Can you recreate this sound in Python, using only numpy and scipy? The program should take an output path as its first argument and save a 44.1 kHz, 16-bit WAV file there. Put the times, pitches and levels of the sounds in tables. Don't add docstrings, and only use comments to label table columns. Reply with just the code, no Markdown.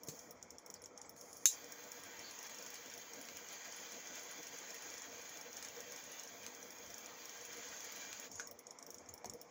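import sys
import numpy as np
from scipy import signal
from scipy.fft import rfft, irfft
from scipy.io import wavfile
from scipy.ndimage import uniform_filter1d, minimum_filter1d

SR = 44100
rng = np.random.default_rng(int(sys.argv[2]) if len(sys.argv) > 2 else 0)


def to_wav(s):
    ch = np.atleast_2d(s).T
    pcm = np.round(np.clip(ch, -1, 1) * 32767)
    wavfile.write(sys.argv[1], SR, pcm.astype(np.int16))


def elevation(decibels):
    levels = np.asarray(decibels, float)
    return 10 ** (levels / 20)


N = 418950
EDGE_HZ, FLAT_HZ = 15800, 15150


def evened(x):
    return x / np.sqrt(np.mean(x ** 2) + 1e-20)


def read(points, hz):
    f, value = np.transpose(points)
    return np.interp(np.log(hz + 1), np.log(f + 1), value)


def bumps(rows, hz):
    return sum(db * np.exp(-((hz - f) / width) ** 2) for f, width, db in rows)


def add(mix, s, sound):
    part = mix[round(s * SR):][:len(sound)]
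    part += sound[:len(part)]


def ring(hz, db, t60, phase, rise_s, size):
    t = np.arange(size) / SR
    decay = elevation(db[:, None] - 60 * t / t60[:, None])
    modes = decay * np.sin(2 * np.pi * (hz[:, None] * t + phase[:, None]))
    return modes.sum(0) * np.sin(np.pi / 2 * np.minimum(t / rise_s, 1)) ** 2


def colour(db):
    log_gain = np.log(elevation(np.r_[db, db[-2:0:-1]]))
    return np.fft.ifft(np.exp(log_gain - 1j * signal.hilbert(log_gain).imag)).real[:1024]


def air(gain, patchy_db, flicker_db):
    a, b, patches = rng.standard_normal((3,) + gain.shape)
    patches = evened(uniform_filter1d(uniform_filter1d(patches, size=5, axis=0), size=14, axis=1))
    flicker = evened(uniform_filter1d(rng.standard_normal(gain.shape[1]), size=5))
    z = (a + 1j * b) * gain * elevation(patchy_db * patches + flicker_db * flicker)
    z[round(EDGE_HZ / SR * 1024):] = 0
    return signal.istft(z, nperseg=1024, noverlap=768)[1][:N]


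def steady_air(points, top_hz, patchy_db, flicker_db):
    hz = np.fft.rfftfreq(1024, 1 / SR)
    gain = elevation(read(points, np.minimum(hz, top_hz)))
    return evened(air(gain[:, None] * np.ones(N // 256 + 5), patchy_db, flicker_db))


def fuzzy(hz, width, size):
    pole = np.exp(-1.5 * np.pi * width / SR)
    drift = signal.lfilter([1], [1, -2 * pole, pole ** 2], rng.standard_normal((2, size)))
    turn = 2 * np.pi * hz * np.arange(size) / SR
    return evened(drift[0] * np.cos(turn) + drift[1] * np.sin(turn))


def wander(window):
    return evened(uniform_filter1d(uniform_filter1d(rng.standard_normal(N), size=window), size=window))


def self_noise():
    # f/Hz, density/dB per Hz
    noise_colour = [(1470, -45), (2500, -4), (2640, -43), (3460, -37), (4260, -27), (5370, 7), (5620, 4),
                    (6820, 0.5), (8520, -20), (10200, -24), (12900, -51), (14900, -28), (15800, -10)]
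    return elevation(-75) * steady_air(noise_colour, FLAT_HZ, patchy_db=1.8, flicker_db=2.5)


def rumble():
    # t/s, level/dB
    thud_rows = [(.55, -79), (.74, -74), (1.106, -76), (1.47, -81), (5.13, -71), (6.43, -70), (6.9, -68),
                 (7.41, -70), (7.7, -70), (8.12, -70), (8.36, -63), (8.53, -78), (9.13, -64.5), (9.29, -58)]
    thud_s = 0.036
    t = np.arange(N) / SR
    thuds = sum(elevation(db) * np.exp(-((t - s) / thud_s) ** 2) for s, db in thud_rows)
    hum = elevation(-79.5 + 4.5 * wander(5000))
    return (hum + thuds) * elevation(-3.5) * fuzzy(88, 60.0, N)


def fan():
    # f/Hz, density/dB per Hz
    murmur = [(35, -55.5), (60, -24.5), (248, -4), (393, -3), (483, -2.5), (540, -2.5), (675, -13.5),
              (805, 0), (959, -1.5), (1300, -6), (1570, -12.5), (2300, -8), (2700, -32), (3510, -72),
              (5940, -120)]
    # f/Hz, width/Hz, level/dB
    housing = [(480.7, 35.7, -66.5), (594, 54, -71), (687.5, 28, -71.5), (259.7, 107, -70.5)]
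    out = elevation(-64.5) * steady_air(murmur, SR / 2, patchy_db=2.2, flicker_db=1.6)
    swell = elevation(3.0 * wander(1500))
    return out + swell * sum(elevation(db) * fuzzy(tone_hz, width, N) for tone_hz, width, db in housing)


def band_db(x, lo, hi):
    hz = np.fft.rfftfreq(2048, 1 / SR)
    power = np.sum(abs(rfft(x[:210], 2048)[(hz > lo) & (hz < hi)]) ** 2)
    return 10 * np.log10(power / 1024 / 170 + 1e-20)


def ticks():
    # f/Hz, level/dB, t60/s
    tick_modes = [(5545, 1, 0.024), (6030, -3, .015), (6600, -3, 0.02)]
    # f/Hz, level at the touch/dB, level in its afterglow/dB
    tick_colour = [(2500, -51, -40), (3340, -17, -27), (4250, -34, -35), (4800, -17, -32), (5400, 0, -20),
                   (6200, 3, -21), (7170, -4, -23), (8200, -14, -34), (9460, -30, -31), (10860, -12, -20),
                   (13200, -42, -45), (14400, -4, -21), (15300, 4, -20), (16500, -15, -70),
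                   (16900, -62, -90)]
    # t/s, level/dB, lift near 11 kHz/dB, lift near 15 kHz/dB
    early = [(0.0352, -43.0, 5, 1), (0.0744, -46, 4, 0), (0.1922, -42.5, -7, -8), (0.3099, -44, 6, 1),
             (0.4276, -42.5, -14, -13), (0.5061, -44, -12, -5), (0.5846, -42, -4, -20),
             (0.6631, -45, -7, -4), (0.7024, -41, -8, -7), (0.7416, -42, -8, -6), (0.8201, -47, 10, -11),
             (0.8593, -41.5, -13, -13), (0.9771, -42.5, -3, -22), (1.0163, -44, -4, -17),
             (1.0948, -43, 1, 1), (1.2126, -43.5, -1, -2), (1.3303, -45.5, 12, -8), (1.3695, -45, 8, -1),
             (1.6442, -45, 0, -14), (1.7227, -41.5, -5, -1), (1.8405, -52.4, -12, -7), (1.919, -43.5, 3, 1),
             (1.9974, -49, 0, -7), (2.0367, -47.5, 13, -5), (2.1937, -41, -5, -12), (2.3114, -44, 9, -13),
             (2.3899, -44, -5, -6), (2.4291, -45, 5, 1), (2.4684, -42.5, -8, -7), (2.5469, -42.5, -5, -19),
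             (2.5861, -41, -6, -14), (2.6254, -43, -4, -3), (2.6646, -43, -4, -4), (2.7039, -43, -3, 0),
             (2.7431, -45, 9, -2), (2.8608, -47.6, -3, -9), (2.9001, -43.5, -3, -17), (2.9393, -44, 2, -11),
             (2.9786, -45, 8, 2), (3.0178, -54, -11, -17), (3.1356, -41, -7, -7), (3.214, -45, 9, -2),
             (3.2533, -45, 2, -15), (3.371, -43.2, -2, 1)]
    middle = [(3.488, -45.5, -4, -13), (3.528, -50, 17, 0), (3.6457, -51, -2, -11), (3.724, -42.5, -7, -11),
              (3.7635, -47.9, 15, -2), (3.8027, -47, 2, -7), (3.921, -42.5, -1, -4), (4.1559, -43, -7, -3),
              (4.1952, -46, 0, -16), (4.2344, -51, 14, -2), (4.3135, -45, 13, -8), (4.431, -46, 1, 0),
              (4.47, -40, -6, -16), (4.5876, -45.5, 9, -17), (4.706, -41, -9, -9), (4.745, -45, 8, 1),
              (4.784, -50, -7, -17), (4.8231, -48.5, 13, -4), (4.8623, -55, -1, -14), (4.902, -43, -4, -14),
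              (4.9403, -43, -7, -9), (4.9806, -42.5, -6, -10), (5.02, -43.5, -6, -14),
              (5.0978, -50, -15, -17), (5.2155, -47.5, 3, -11), (5.294, -45, 8, -1), (5.3728, -44, -2, -22),
              (5.4125, -42, -5, -9), (5.5302, -43.5, -11, -6), (5.5696, -40.5, -7, -10),
              (5.6477, -41, 1, -22), (5.687, -42.5, -9, -8), (5.766, -44, -18, -11), (5.806, -41, -9, -3),
              (5.922, -44, -1, -1), (5.962, -42.5, -8, -6), (6.04, -47, 10, -8), (6.0789, -55, -9, -14),
              (6.1192, -45.5, 11, -4), (6.1967, -43, -9, -7), (6.2359, -44, 6, -3),
              (6.2755, -43.5, -6, -22), (6.432, -45, 1, -17), (6.5499, -46, -7, -15)]
    late = [(6.629, -42, -4, -22), (6.6676, -53, -9, -7), (6.7068, -44, -2, -8), (6.786, -47.5, -7, -20),
            (6.864, -48, -1, -9), (6.9037, -44, -8, -6), (6.943, -41, -8, -12), (6.9822, -42, 1, -1),
            (7.0607, -44, 0, -22), (7.2563, -42.5, -4, -2), (7.295, -42.5, -12, -7), (7.375, -48, -2, -13),
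            (7.4133, -44.5, 0, -20), (7.4525, -47.3, 11, 0), (7.531, -44, -2, -1), (7.5705, -49, 13, -2),
            (7.688, -44, -3, -11), (7.7665, -49, -6, -20), (7.806, -41, -10, -7), (7.845, -45.3, 9, 0),
            (7.9234, -46, -6, 4), (7.9627, -44, 5, -1), (8.199, -44, 1, 3), (8.317, -43, -9, -4),
            (8.356, -43, 0, -13), (8.3935, -48, 1, -11), (8.4735, -41, -3, -2), (8.513, -44.1, 4, 4),
            (8.5915, -45.5, 5, 0), (8.6693, -48, -6, -18), (8.709, -42, -9, -16), (8.788, -43.5, -4, -18),
            (8.8272, -42.5, -11, -12), (8.866, -43.5, -16, -4), (8.9057, -42.5, -4, 0),
            (8.945, -42.5, -8, -7), (8.984, -46.5, -8, -23), (9.062, -51, -22, -22), (9.14, -43, 1, 2),
            (9.179, -47, -4, -16), (9.2578, -39, -12, -8), (9.298, -40.5, -4, -12), (9.337, -46.5, 8, 1),
            (9.4153, -44, 2, 2)]
    # low/Hz, high/Hz
    touch_bands = [(5000, 6300), (10000, 12000), (14200, 16500)]
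    usual_db = np.array([-8.5, -28.5, -10.5])
    glow_follow = [0.53, 0.72]
    hz, t = np.fft.rfftfreq(2048, 1 / SR), np.arange(2048) / SR
    corner_hz, touch_db, glow_db = np.transpose(tick_colour)
    scratch = .2 * np.exp(-((t - .0019) / .0012) ** 2)
    knock = np.zeros(2048)
    knock[[38, 70, 102]] = 1.1, 1.9, 1.4
    reflections = 0.77 * np.exp(-((t - .006) / 0.00065) ** 2) + 0.82 * np.exp(-((t - .0175) / 0.0028) ** 2)
    glow = (t > .004) * elevation(-60 * t / 0.073) * (1 + reflections)
    rows = early + middle + late
    noise = rng.standard_normal((len(rows), 2, 2048))
    vary = rng.standard_normal((len(rows), len(tick_colour) + 2))
    upper = np.array([np.interp(hz, [8300, 9300, 12800, 13500], row) for row in ([0, 1, 1, 0], [0, 0, 0, 1])])
    out = np.zeros(N)
    for (s, level_db, *lift_db), (a, b), odd in zip(rows, noise, vary):
        touch_gain = elevation(read(np.c_[corner_hz, touch_db + .8 * odd[2:]], hz))
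        glow_gain = elevation(read(np.c_[corner_hz, glow_db + .8 * odd[2:]], hz))
        front = 0.071 * evened(irfft(rfft(scratch * a + knock) * touch_gain))
        mode_hz, mode_db, t60 = np.transpose(tick_modes)
        mode_hz = mode_hz * (1 + .008 * odd[3:6])
        front += elevation(-13.5) * ring(mode_hz, mode_db, t60, 0.25 * odd[:3], rise_s=0.0011, size=2048)
        have_db = np.array([band_db(front, *band) for band in touch_bands])
        fix_db = usual_db + np.r_[0, lift_db] - have_db
        body = irfft(rfft(front) * elevation(fix_db[0] + (fix_db[1:] - fix_db[0]) @ upper))
        glow_lift_db = 2.0 * upper[1] + (glow_follow * np.array(lift_db)) @ upper
        body += elevation(14.5) * irfft(rfft(glow * b) * glow_gain * elevation(glow_lift_db))
        add(out, s - .0016, elevation(level_db) * body * np.hanning(4096)[2048:])
    return out


def snap(peak_db, tilt_db, length_s, depth):
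    # f/Hz, level/dB
    treble = [(100, -78), (500, -57), (1600, -24), (2700, -20.5), (3500, -21), (3970, -15), (4450, -15.5),
              (6650, 1), (7500, -4), (8600, -27.5), (11300, -14), (13500, -26), (15300, -5), (16800, -67)]
    hz, t = np.fft.rfftfreq(2048, 1 / SR), np.arange(900) / SR
    burst = .13 * rng.standard_normal(900) * np.exp(-t / length_s) + (t == 0)
    tilt = tilt_db * np.log2((hz + 400) / 6500)
    sound = np.convolve(burst, colour(depth * read(treble, hz) + tilt))
    return elevation(peak_db) * sound / abs(sound).max()


def hands():
    # t/s, peak/dB, tilt/dB per octave, burst length/s
    crackles = [(0.086, -32, -1.5, 0.011), (0.752, -50, -10, 0.0025), (0.84, -46, -6, 0.0025),
                (1.1643, -47, 1, 0.0027), (2.497, -39, -3, 0.0025), (2.756, -36, -8, 0.0022),
                (3.287, -34, -10, 0.0027), (4.073, -35.5, -8, 0.0025), (4.265, -54, -4, 0.0025),
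                (5.0045, -55, -1.5, 0.0025), (5.2214, -50, -3, 0.0025), (5.6265, -33.5, -5, 0.0025),
                (5.65, -34, -8, 0.0024), (5.752, -56, -3, 0.0025), (6.465, -30, -6, 0.0013),
                (8.129, -30, -8, 0.003), (8.398, -32.5, -7.5, 0.004), (9.089, -44, -2, 0.0008),
                (9.0926, -49, 1, 0.001), (9.245, -37, -7, 0.0025)]
    # t/s, peak/dB, f/Hz, t60/s
    knocks = [
        (.084, -42, 162, 0.037),
        (.084, -52, 278, 0.031),
        (1.456, -52, 133, 0.06),
        (1.456, -41.5, 450, 0.014),
    ]
    out = np.zeros(N)
    for s, *row in crackles:
        add(out, s, snap(*row, depth=.75))
    for s, db, hz, t60 in knocks:
        cluster_hz = hz * np.array([0.96, 2.0, 1.1, 1.0])
        cluster_db = db + np.array([4.0, 14.0, -13, -7])
        cluster_t60 = t60 * np.array([1.0, 0.29, 0.56, 0.43])
        add(out, s, ring(cluster_hz, cluster_db, cluster_t60, np.zeros(4), rise_s=0.0022, size=6000))
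    return signal.lfilter(*signal.butter(2, 110, "high", fs=SR), out)


def lever():
    # centre t/s, level/dB, f/Hz, half length/ms
    chirps = [
        (1.4576, -9, 6640, 0.43),
        (1.457, -30, 1640, 0.78),
        (1.457, -38.5, 2400, .35),
        (8.3978, -38, 6300, .6),
        (8.4026, -39, 6100, 0.83),
        (8.4045, -45, 5900, .9),
        (9.0905, -42, 6500, 0.76),
        (9.0935, -43.5, 7030, 1.2),
        (9.0965, -52, 7000, 1.5),
    ]
    # t/s, f/Hz, level/dB, t60/s
    lever_modes = [
        (8.3968, 1587, -35, 0.029),
        (8.3968, 1485, -44, 0.084),
        (8.3968, 1524, -47, .06),
        (8.3968, 1350, -52, .04),
        (9.244, 720, -34.5, 0.02),
        (9.2445, 955, -49, .045),
        (9.247, 534, -58, .08),
        (9.25, 470, -52, .12),
        (9.255, 375, -57, .2),
        (9.26, 216, -53, 0.22),
    ]
    out, t = np.zeros(N), np.arange(-300, 300) / SR
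    for s, db, hz, half_ms in chirps:
        add(out, s + t[0], elevation(db) * np.exp(-(1000 * t / half_ms) ** 2) * np.sin(2 * np.pi * hz * t))
    for s, *mode in lever_modes:
        add(out, s, ring(*np.c_[mode], np.zeros(1), rise_s=0.0011, size=9000))
    return out


def striker():
    # t/s, peak/dB
    strikes = [
        (1.4558, -6),
    ]
    # f/Hz, level/dB, t60/s
    body_modes = [(4380, -15, 0.056), (7100, 7, 0.1), (7550, 12, 0.1), (9000, 0, 0.06), (9900, -6, 0.06),
                  (11500, 1, 0.26), (14620, -14, 0.092), (15270, -14, 0.19)]
    # f/Hz, width/Hz, level under the snap/dB
    cap_tones = [(3360, 120, -42), (3750, 50, -39), (3930, 130, -29), (4940, 330, -56), (5450, 210, -35)]
    out, (s, peak_db) = np.zeros(N), strikes[0]
    add(out, s, snap(peak_db - 18, 2.3, 0.0018, depth=0.6))
    add(out, s + 0.00055, snap(peak_db - 5.5, -0.36, 0.0011, depth=0.54))
    add(out, s + .004, snap(peak_db - 12, 0, 0.0013, depth=1.0))
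    hz, db, t60 = np.transpose(body_modes)
    t60 = np.minimum(t60, .09 * (7200 / hz) ** 2)
    body = ring(hz, db, t60, rng.random(len(hz)), rise_s=0.00055, size=6000)
    add(out, s + 0.0008, elevation(peak_db - 36) * body)
    t = np.arange(5000) / SR
    rattle = sum(elevation(db) * fuzzy(f, width, 5000) for f, width, db in cap_tones)
    add(out, s + 0.001016, elevation(peak_db - 60 * t / 0.092) * rattle)
    return out


def puffs():
    # t/s, level/dB, f/Hz, width/Hz, length/ms
    puff_rows = [
        (8.3, -59, 6750, 350, 200.),
        (2.225, -60, 4430, 330, 95.),
        (.838, -54, 6800, 400, 12.),
        (.755, -63, 4900, 500, 18.),
        (1.053, -65, 7700, 200, 16.),
    ]
    out = np.zeros(N)
    for s, db, hz, width, length_ms in puff_rows:
        size = round(length_ms * SR / 1000)
        add(out, s, elevation(db) * fuzzy(hz, width, size) * signal.windows.tukey(size, .4))
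    return out


def stroke(t, start, rise_s, hold_s, fall_s):
    fade_db = 14
    edges = np.cumsum([start, rise_s + .001, hold_s + .001, fall_s + .001])
    return np.interp(t, edges, [-fade_db, 0, 0, -fade_db], left=-200, right=-200)


def rush_levels(t):
    # t/s, strength/dB
    flame_points = [(1.5, -60), (1.63, -61.5), (1.95, -60.5), (2.2, -57.5), (2.67, -56.5), (3.14, -60.5),
                    (3.61, -54.5), (4.0, -54.5), (5.03, -55.5), (5.43, -59), (6.05, -57.5), (6.46, -60.5),
                    (6.74, -62), (7.3, -58), (7.75, -53), (8.11, -53.5), (8.262, -56.5)]
    parts_usual_db = [-57.5, -58.5, -84.5, -65]
    follow = [0.55, 0.85, 0.57, 0.076]
    quiet_db = [-75, -75.5, -100, -91]
    # start t/s, rise/s, hold/s, fall/s, level/dB
    cold_gas = [
        (1.154, 0.024, 0.26, .03, -63.5),
    ]
    flare = [
        (1.46, 0.03, .012, 0.05, -57),
    ]
    sleeves = [
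        (.05, 0.029, 0.13, 0.13, -67.5),
        (8.85, 0.053, 0.033, 0.097, -75),
    ]
    vents = [
        (8.29, 0.029, 0.085, 0.089, -60.5),
        (8.95, 0.039, 0.023, 0.061, -72),
        (0.98, 0.054, .015, .05, -71),
    ]
    s, strength_db = np.transpose(flame_points)
    lit_db = stroke(t, s[0] - .03, .03, s[-1] - s[0], .03)
    change_db = np.interp(t, s, strength_db) + 58
    flame_db = np.c_[parts_usual_db] + np.c_[follow] * change_db + lit_db
    power = elevation(np.c_[quiet_db]) ** 2 + elevation(flame_db) ** 2
    for parts_db, rows in (([-11, 0, -9.5, -10], cold_gas), ([-35, 15, 0, -8], flare),
                           ([-1.5, 6, -9, -1], sleeves), ([-8, 3.5, -28, -18], vents)):
        for *shape, db in rows:
            power = power + elevation(np.c_[parts_db] + db + stroke(t, *shape)) ** 2
    return 10 * np.log10(power)


def rush():
    # f/Hz, density/dB per Hz
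    jet_colour = [(180, -46), (300, -17), (385, -24.5), (493, -18.5), (1020, -16.5), (2310, -10),
                  (2720, -11.5), (3210, -14), (3860, -15.5), (6450, 19), (7130, 14), (8550, -25.5),
                  (12500, -16), (15000, -0.5), (15800, 0)]
    # f/Hz, width/Hz, depth/dB
    dips = [(1400, 110, -4), (1780, 70, -4), (2160, 70, -5), (2580, 80, -7), (2790, 90, -8), (2960, 90, -8),
            (3800, 200, -6), (4310, 110, -8), (6130, 80, -5), (13750, 350, -5)]
    # low/Hz, high/Hz
    part_bands = [(1200, 4500), (6300, 8000), (9500, 11500), (13000, 15800)]
    # t/s, depth (1 = usual)
    shade = [(1.6, 1.8), (2.3, 1.1), (3.1, 1.1), (4.2, 1.3), (5.2, 1.1), (5.52, 1.4), (5.66, 0.56),
             (5.78, 1.3), (5.9, 1.3), (6.2, 0.45), (6.4, 2.3), (6.47, 0.72), (6.56, 2), (6.9, 1.9),
             (7.1, 0.93), (7.55, 1.2), (8.15, 0.89)]
    hz, t = np.fft.rfftfreq(1024, 1 / SR), np.arange(N // 256 + 5) * 256 / SR
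    dips_db = bumps(dips, hz)
    shape = elevation(read(jet_colour, np.minimum(hz, FLAT_HZ)) + dips_db)
    lifts_db = np.array([db - 10 * np.log10(np.sum(shape[(hz > lo) & (hz < hi)] ** 2))
                         for db, (lo, hi) in zip(rush_levels(t), part_bands)])
    corners_hz = [3855, 5370, 7800, 8700, 10700, 12900]
    corner_parts = np.eye(4)[:, [0, 1, 1, 2, 2, 3]]
    shares = np.array([np.interp(hz, corners_hz, row) for row in corner_parts])
    extra_depth = np.interp(t, *np.transpose(shade)) - 1
    shade_db = np.outer(dips_db * (abs(hz - 3500) < 1000), extra_depth)
    gain = shape[:, None] * elevation(shares.T @ lifts_db + shade_db)
    return air(gain, patchy_db=1.44, flicker_db=1.0) + puffs()


def combed(jet):
    # f/Hz, width/Hz, level/dB
    comb_rows = [(1220, 21, -5.5), (1486, 25, 7), (1535, 15, -5.5), (1603, 32, 5), (1863, 21, 5.5),
                 (1930, 28, -4.5), (1967, 26, 2.5), (2200, 30, -3.5), (2365, 39, 2), (2400, 18, -6),
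                 (2560, 36, -11), (2700, 22, 5.5), (2780, 29, -8), (2890, 22, 9), (3120, 23, 3.5),
                 (4144, 25, 5), (4490, 23, 4), (4810, 40, 3.5), (5970, 30, 0), (6350, 47, -2.5),
                 (7260, 40, -9.5)]
    hz = np.fft.rfftfreq(N, 1 / SR)
    return irfft(rfft(jet) * elevation(0.44 + bumps(comb_rows, hz)), N)


def room(x):
    # f/Hz, t60/s
    decay = [(200, 0.11), (1500, 0.14), (4000, 0.14), (7000, 0.14), (15000, 0.15)]
    taps = np.zeros(SR // 2)
    at = np.arange(160, SR // 2 - 20, 20)
    taps[at + rng.integers(0, 20, len(at))] = rng.choice([-1., 1.], len(at))
    hz, t, z = signal.stft(taps, SR, nperseg=256)
    tail = signal.istft(z * elevation(-60 * t / read(decay, hz)[:, None]), SR, nperseg=256)[1]
    return signal.fftconvolve(x, tail / np.linalg.norm(tail))[:N]


def scene():
    background = fan() + rumble() + self_noise()
    tick, taps, strike, jet = ticks(), hands() + lever(), striker(), rush()
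    hz = np.fft.rfftfreq(N, 1 / SR)
    hiss = irfft(rfft(jet) * (hz > 3300), N)
    wet = elevation(-8.5) * hiss + elevation(-1.5) * strike + elevation(-4.5) * taps + elevation(-12.0) * tick
    return (combed(jet) + strike + taps + tick + room(wet) + background)[None]


def masked(x):
    # low/Hz, high/Hz, limit against the hiss/dB, cut/dB
    weak_bands = [(8150, 8600, -30, -20), (8600, 9050, -30, -22), (9050, 9600, -30, -24),
                  (9600, 10200, -27, -20), (12200, 12800, -31, -14), (12800, 13900, -33, -16),
                  (15830, 22050, -18, -45)]
    hz, _, z = signal.stft(x, SR, nperseg=512, noverlap=384)
    power = uniform_filter1d(abs(z) ** 2, size=7, axis=1)
    hiss_power = power[(hz > 5000) & (hz < 8000)].mean(0)
    cover = minimum_filter1d(uniform_filter1d(hiss_power, size=6), size=16)
    for lo, hi, limit_db, cut_db in weak_bands:
        band = (hz > lo) & (hz <= hi)
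        over_db = 10 * np.log10(power[band][:9].mean(0) / cover + 1e-12) - limit_db - 3
        z[band] *= elevation(cut_db * np.clip(-over_db / 2, 0, 1))
    return signal.istft(z, SR, nperseg=512, noverlap=384)[1][:N]


def low_pass(x):
    return signal.sosfilt(signal.butter(12, 17070, fs=SR, output="sos"), x)


def record(dry):
    x = signal.lfilter(*signal.butter(2, 65, "high", fs=SR), dry[0])
    power_db = 10 * np.log10(abs(uniform_filter1d(x ** 2, size=440)) + 1e-12)
    fall_db = np.arange(N) * 270.0 / SR
    held_db = np.maximum.accumulate(power_db + fall_db) - fall_db
    over_db = np.maximum(held_db + 40, 0)
    late_db = np.roll(uniform_filter1d(over_db, size=300), 600)
    low = signal.filtfilt(*signal.butter(2, 2600, fs=SR), x)
    x = x - low * (1 - elevation(-.95 * late_db))
    return low_pass(masked(x)[None])


dry = scene()
out = record(dry)
to_wav(out)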